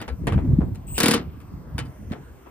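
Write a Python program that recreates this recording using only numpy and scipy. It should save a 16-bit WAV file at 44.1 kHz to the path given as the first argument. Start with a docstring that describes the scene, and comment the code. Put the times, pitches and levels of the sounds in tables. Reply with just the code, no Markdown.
"""Outdoors, a socket knocks against a bolt on a steel truck frame as wind buffets the microphone.
After a faint trigger or motor noise a cordless impact wrench whines up and lands seven hammer blows;
looser knocks and gusts follow. A far hum of air and a thin steady whine run throughout. Wind, air and
frame rattle are banded noise; steel and frame are decaying sines; the motor is a beating tone with
hissing gear resonances."""
import sys
import numpy as np
from scipy import signal
from scipy.fft import rfft, irfft
from scipy.io import wavfile

SR = 44100
rng = np.random.default_rng(int(sys.argv[2]) if len(sys.argv) > 2 else 0)


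def put_to_file(sound):
    """Save the sound as 16-bit audio at rate SR, in the file named by the first command-line argument."""
    columns = np.atleast_2d(sound).T  # one column per channel
    safe = np.clip(columns, -1, 1)
    whole_steps = np.round(safe * 32767)
    wavfile.write(sys.argv[1], SR, whole_steps.astype(np.int16))


def invert_db(x):
    """Field ratio 10**(x/20) for x, a level in decibels (scalar or array-like)."""
    u = np.asarray(x, float) / 20
    return 10 ** u


N = 110250
T = np.arange(N) / SR

# socket knocks, and a faint trigger or motor noise at 0.748 s, made the same way:
# (time [s], relative level [dB], brightness [dB/octave], relative clear ring [dB])
SMALL_HITS = [(.002, -35.5, -3, 1), (0.015, -28, 3, -23), (.079, -27.5, 1, -12), (.2702, -14, -0.35, -48),
              (0.322, -26.5, 0.5, -21), (.379, -28.5, -4.5, -46), (0.445, -43.5, -1.5, -33),
              (.607, -31, -7.5, -38.5), (0.748, -43, 5.5, -19.5), (1.403, -44, 3.5, -24.5),
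              (1.781, -21.5, 4, -11.5), (1.852, -48.5, 3, -7), (2.101, -41, 0, -42),
              (2.1197, -28, -0.5, -17.5), (2.157, -47, -4.5, -38), (2.462, -41.5, -3.5, -30)]
# hammer blows: (time [s], relative level [dB], relative thud [dB])
BLOWS = [(0.98, -11.5, -34), (1.0026, -8.5, -28.5), (1.0319, -8.5, -24.5), (1.059, -9.5, -27),
         (1.082, -11.5, -23), (1.11, -10, -33), (1.1368, -10, -23.5)]
CLATTER_DB, CLATTER_HZ = 2, 262   # loose parts make the ringing grainy


def rms_one(x):
    """Scale to rms 1."""
    return x / np.sqrt(np.mean(x ** 2) + 1e-20)


def at_hz(points, hz):
    """Read a table on a log-frequency axis."""
    table_hz, value = np.transpose(points)
    return np.interp(np.log(hz), np.log(table_hz), value)


def drift(rate_hz):
    """Low-passed noise of spread 1, computed at every 40th sample and interpolated."""
    hop = 40
    r = np.exp(-2 * np.pi * rate_hz * hop / SR)
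    white = rng.standard_normal(N // hop + 1002)
    slow = signal.lfilter([1], [1, -2 * r, r * r], white)[1000:]
    return np.interp(np.arange(N) / hop, np.arange(len(slow)), rms_one(slow))


def clicks(time_s, size):
    """Impulses at given times, over a tiny floor."""
    out = np.zeros(N)
    np.add.at(out, np.clip((np.asarray(time_s) * SR).astype(int), 0, N - 1), size)
    return out + 1e-18


def fade(x, t60_s):
    """Each impulse becomes an exponentially dying envelope."""
    return signal.lfilter([1], [1, -invert_db(-60 / (t60_s * SR))], x)


def ring(x, hz, t60_s):
    """Two-pole resonator: a unit click starts a decaying sine of height 1."""
    r, w = invert_db(-60 / (t60_s * SR)), 2 * np.pi * hz / SR
    return signal.lfilter([0, np.sin(w)], [1, -2 * r * np.cos(w), r * r], x)


def resonance(x, hz, width_hz):
    """Two-pole band-pass with gain near 1 at its peak."""
    r = np.exp(-np.pi * width_hz / SR)
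    numerator = np.array([1, 0, -1]) * (1 - r * r) / 2
    return signal.lfilter(numerator, [1, -2 * r * np.cos(2 * np.pi * hz / SR), r * r], x)


def bands(low_hz, count, alike=None):
    """Third-octave stereo noise: yields centre and noise; mid/side weights set channel correlation."""
    # channel correlation: (frequency [Hz], correlation [-1..1])
    likeness = [(300, 0.65), (1000, 0.31), (3500, 0.52), (8000, 0.56), (15000, 0.21)]
    edges_hz = low_hz * 2 ** (np.arange(count + 1) / 3)
    white = rng.standard_normal((2, 2, N + 4000))
    for k in range(count):
        sos = signal.butter(2, edges_hz[k:k + 2], "band", fs=SR, output="sos")
        mid, side = signal.sosfilt(sos, white[k % 2])[:, -N:]   # neighbours use separate noise
        hz = np.sqrt(edges_hz[k] * edges_hz[k + 1])
        c = np.clip(at_hz(likeness, hz) if alike is None else alike, -1, 1)
        yield hz, np.sqrt(1 + c) * mid + np.sqrt(1 - c) * side * [[1], [-1]]


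def thin_whine():
    """Narrow steady lines high up, with slightly wavering level and phase."""
    # lines: (frequency [Hz], level [dB], level waver [dB])
    lines = [(8540, -79, 2.8), (14360, -68.5, 2.3)]
    out = 0
    for hz, db, waver_db in lines:
        level = invert_db(db + waver_db * drift(33))
        out = out + level * np.sin(2 * np.pi * hz * T + 0.19 * drift(20))
    return out


def wind():
    """Turbulence at the microphone: lumpy low noise under the gusts, and lone short wave packets."""
    # gust envelope: (time [s], level [dB])
    gusts = [(0, -39), (.06, -39.5), (.12, -33.5), (.17, -40.5), (.23, -26), (.36, -19.5), (.43, -25),
             (.5, -19), (.56, -21.5), (.62, -16.5), (.7, -26), (.76, -36.5), (.86, -38.5), (.95, -31),
             (1.1, -43.5), (1.3, -31.5), (1.38, -40.5), (1.48, -44.5), (1.55, -32), (1.62, -38),
             (1.78, -31.5), (1.88, -31.5), (1.95, -44.5), (2.02, -36), (2.12, -34), (2.25, -43.5),
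             (2.5, -51.5)]
    # wind spectrum: (frequency [Hz], relative level [dB])
    spectrum = [(22, -38.5), (32, -18.5), (54, 0.5), (125, -4.5), (185, -12), (275, -13.5), (700, -66)]
    # single buffets: (time [s], peak level [dB], pitch [Hz])
    buffets = [(0.355, -10.5, 142), (0.372, -11.5, 184.5), (0.529, -5, 117), (0.585, -4, 200.5),
               (1.534, -22.5, 140), (1.744, -19.5, 127), (2.11, -16.5, 201)]
    lumps_db, lumps_hz, alike = 4.5, 27, 0.78
    brightens = 0.065   # dB per octave for each dB of gust
    buffet_cycles = 2.1

    lumps = drift(lumps_hz)
    gust_db = np.interp(T, *np.transpose(gusts))
    tilt = brightens * (gust_db - gust_db.mean())
    noise = 0
    for hz, x in bands(22.18, count=15, alike=alike):
        lump_db = lumps_db * (0.33 * lumps + drift(hz / 8))
        noise = noise + invert_db(at_hz(spectrum, hz) + tilt * np.log2(hz / 90) + lump_db) * x
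    out = rms_one(noise) * invert_db(gust_db)
    for time_s, db, hz in buffets:
        progress = np.clip((T - time_s) * hz / buffet_cycles, 0, 1)
        window = np.sin(np.pi * progress) ** 2
        out = out + invert_db(db) * window * np.sin(2 * np.pi * hz * (T - time_s))
    return out


def struck(time_s, size, again_s, again_db, t60_s, crack_db):
    """Noise envelope of hits that each sound twice: a dying ring plus a short crack."""
    hit = clicks(time_s, size[0]) + invert_db(again_db) * clicks(again_s, size[1])
    return fade(hit, t60_s) + invert_db(crack_db) * fade(hit, 0.014)


def air_and_rattle():
    """One noise bank carries the far air and the dense rattle that dies by band after each event."""
    # far air spectrum: (frequency [Hz], relative level [dB])
    air_spectrum = [(300, -1), (564, -6.5), (1080, -11), (3680, -30.5), (8100, -32), (9700, -31),
                    (11500, -51), (16000, -65)]
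    # small hit spectrum: (frequency [Hz], relative level [dB])
    small_spectrum = [(300, -3.5), (900, -4), (2200, -14), (5250, -28.5), (9500, -27.5), (12000, -66),
                      (15000, -32)]
    # small hit decay: (frequency [Hz], t60 [s])
    small_decay = [(300, 0.2), (1000, 0.14), (3000, 0.14), (8000, 0.079), (16000, 0.017)]
    # blow spectrum: (frequency [Hz], relative level [dB])
    blow_spectrum = [(300, 6.5), (500, -6), (1280, -5), (3600, -6.5), (4800, -7), (6330, -11), (8000, -10),
                     (9500, -4), (11500, -26), (15000, -9)]
    # blow decay: (frequency [Hz], t60 [s])
    blow_decay = [(500, 0.28), (1500, .2), (4000, 0.15), (8000, 0.11), (16000, 0.016)]
    air_db, air_patchy_db = -51.5, 3
    small_gain_db, again_s, again_db, small_crack_db = 2.5, 0.0068, -4, 1.5   # each sounds again
    blow_gain_db, rebound_s, rebound_db, blow_crack_db = -10.5, 0.0032, -5, 9   # hammer rebounds once
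    attack_cycles = 0.23   # a band swells over cycles of its own

    small_s, small_db, tilt, _ = np.transpose(SMALL_HITS)
    blow_s, blow_db, _ = np.transpose(BLOWS)
    repeats_s = small_s + again_s * rng.uniform(0.79, 1.4, len(small_s))
    rebounds_s = blow_s + rebound_s * rng.uniform(0.67, 1.9, len(blow_s))
    rattle, air = 0, 0
    for hz, x in bands(266.1, count=18):
        patches_db = air_patchy_db * drift(2.1)
        air = air + invert_db(at_hz(air_spectrum, hz) + patches_db) * x[:, ::-1]   # reversed in time

        size_db = small_db + small_gain_db + tilt * np.log2(hz / 1500) + at_hz(small_spectrum, hz)
        size = invert_db(size_db + rng.normal(0, 2.74, (2, len(small_s))))
        small = struck(small_s, size, repeats_s, again_db, at_hz(small_decay, hz), small_crack_db)

        size_db = blow_db + blow_gain_db + at_hz(blow_spectrum, hz)
        size = invert_db(size_db + rng.normal(0, 2.34, (2, len(blow_s))))
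        blow = struck(blow_s, size, rebounds_s, rebound_db, at_hz(blow_decay, hz), blow_crack_db)

        r = np.exp(-2 * hz / (attack_cycles * SR))
        envelope = signal.lfilter([(1 - r) ** 2], [1, -2 * r, r * r], small + blow)
        rattle = rattle + envelope * x
    return invert_db(air_db) * rms_one(air), rattle * invert_db(CLATTER_DB * drift(CLATTER_HZ))


def thuds():
    """Each blow and small hit excites the frame's low modes a moment later, band-limited to sound soft."""
    # frame modes: (frequency [Hz], relative level [dB], t60 [s])
    frame_modes = [(140, -8, 0.56), (176.25, -7, 0.73), (220.1, 2, 0.2), (251.4, 6.5, 0.21),
                   (293.8, 11, 0.073), (468, 7, 0.15)]
    delay_s, blow_thud_db, small_thud_db, soft_hz = 0.00536, -2, -17.5, 600
    blow_s, _, thud_db = np.transpose(BLOWS)
    small_s, small_db = np.transpose(SMALL_HITS)[:2]
    time_s = np.r_[blow_s, small_s] + delay_s
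    db = np.r_[thud_db + blow_thud_db, small_db + small_thud_db]
    luck_db = rng.normal(0, 2, (len(time_s), len(frame_modes)))
    out = 0
    for k, (hz, level_db, t60_s) in enumerate(frame_modes):
        out = out + ring(clicks(time_s, invert_db(db + level_db + luck_db[:, k])), hz, t60_s)
    return signal.sosfilt(signal.butter(2, [110, soft_hz], "band", fs=SR, output="sos"), out)


def steel(time_s, db, tilt):
    """Bolt, socket and frame modes: each event and its three chatters vary strength and sign per mode."""
    # steel modes: (nominal frequency [Hz], relative level [dB], t60 [s])
    steel_modes = [(1003, -17, 0.19), (1343, -10.5, 0.25), (1482, -6.5, 0.15), (1670, -8, 0.12),
                   (1870, -6.5, 0.093), (2283, -3.5, 0.1), (3005, -6, 0.17), (3640, 1, 0.064),
                   (4080, -6.5, 0.09), (4040, -12.5, 0.086), (4600, -2, 0.091), (4880, 0.5, .05),
                   (5410, -6, 0.067), (9270, 5.5, 0.05)]
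    # the loose socket seats anew each time, shifting the modes, and chatters after it
    seat_detune, chatter_s, chatter_db = 0.008, 0.017, -7   # detune as a fraction of frequency
    hz, level_db, t60_s = np.transpose(steel_modes)[:, :, None]
    t = np.arange(SR // 4) / SR
    out = np.zeros(N + SR)
    for when_s, hit_db, slope in np.broadcast(time_s, db, tilt):
        pitch_hz = hz * (1 + seat_detune * rng.normal(0, 1, hz.shape))
        decay = invert_db(hit_db + level_db + slope * np.log2(hz / 1500) - 60 * t / t60_s)
        onset = 1 - np.exp(-t * 1200.0)
        modes = decay * onset * np.sin(2 * np.pi * pitch_hz * t)
        chatters = [(chatter_s * rng.random(), chatter_db) for _ in range(3)]
        for late_s, gain_db in [(0, 0.0092)] + chatters:
            i = int((when_s + late_s) * SR)
            strength = rng.uniform(0.47, 1, len(hz)) * rng.choice([-1, 1], len(hz))
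            out[i:i + len(t)] += invert_db(gain_db) * strength @ modes
    return out[:N] * invert_db(CLATTER_DB * drift(CLATTER_HZ))


def motor():
    """The chopper tone and its octave beat at the motor's speed; the gears hiss in resonances."""
    # motor run: (time [s], electrical speed [Hz], relative level [dB])
    run = [(.862, 54, -53), (0.871, 52.6, -4.5), (0.932, 79, 3), (.975, 149, 6.5), (1.001, 157.7, -4),
           (1.15, 158, -4), (1.17, 140, -19)]
    # gear noise envelope: (time [s], relative level [dB])
    gear_envelope = [(.862, -99), (.88, -54.5), (.94, -62), (.955, -42.5), (.978, -40)]
    # gear resonances: (frequency [Hz], width [Hz], relative level [dB])
    gear_peaks = [(2675, 900, -1.5), (5700, 13000, -3), (10370, 7700, -22.5)]
    chopper_hz, whine_db, octave_db, octave_depth = 7715, -39.5, -43.5, 0.5

    time_s, speed_hz, db = np.transpose(run)
    turn = 2 * np.pi * np.cumsum(np.interp(T, time_s, speed_hz)) / SR
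    chop = 2 * np.pi * chopper_hz * T
    tone = invert_db(whine_db) * 2 * np.cos(turn) * np.sin(chop)
    octave_level = invert_db(octave_db + 2.5 * drift(84)) * (1 + octave_depth * np.cos(turn))
    whine = tone + octave_level * np.sin(2 * chop)
    whine = whine * invert_db(np.interp(T, time_s, db, left=-80, right=-80))

    gears = 0
    for hz, width_hz, peak_db in gear_peaks:
        once = resonance(rng.standard_normal(N), hz, width_hz)
        gears = gears + invert_db(peak_db) * rms_one(resonance(once, hz, width_hz))
    gear_db = np.interp(T, *np.transpose(gear_envelope), left=-120) + 2.4 * drift(150)
    return whine + gears * invert_db(gear_db) * (T < time_s[-2])


def scene():
    """All sources together; the tool side is panned left and the right channel of tool and air lags."""
    tool_pan_db, right_lag_s = 2, 0.00007
    ring_gain_db, ring_tilt = -16, -4.5   # blow ring [dB]; small ring is duller [dB/octave]
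    air, rattle = air_and_rattle()
    small_s, small_db, tilt, ring_db = np.transpose(SMALL_HITS)
    blow_s, blow_db, _ = np.transpose(BLOWS)
    small_rings = steel(small_s, small_db + ring_db, tilt + ring_tilt)
    blow_rings = steel(blow_s, blow_db + ring_gain_db, 0)
    tool = small_rings + blow_rings + motor() + rattle
    left, right = tool * invert_db([[tool_pan_db / 2], [-tool_pan_db / 2]]) + air
    lag = np.exp(-2j * np.pi * np.fft.rfftfreq(N, 1 / SR) * right_lag_s)
    right = irfft(rfft(right) * lag, N)
    return np.array([left, right]) + thuds() + wind() + thin_whine()


def roll_off(x):
    """The treble ends steeply here."""
    return signal.sosfilt(signal.butter(12, 16660, fs=SR, output="sos"), x)


def record(dry):
    """A steep low-pass cuts the top: 50 dB down from 16.3 kHz."""
    low_pass = signal.cheby2(10, 50, 16300, fs=SR, output="sos")
    mix = signal.sosfilt(low_pass, dry)
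    return roll_off(mix)


dry = scene()
out = record(dry)
put_to_file(out)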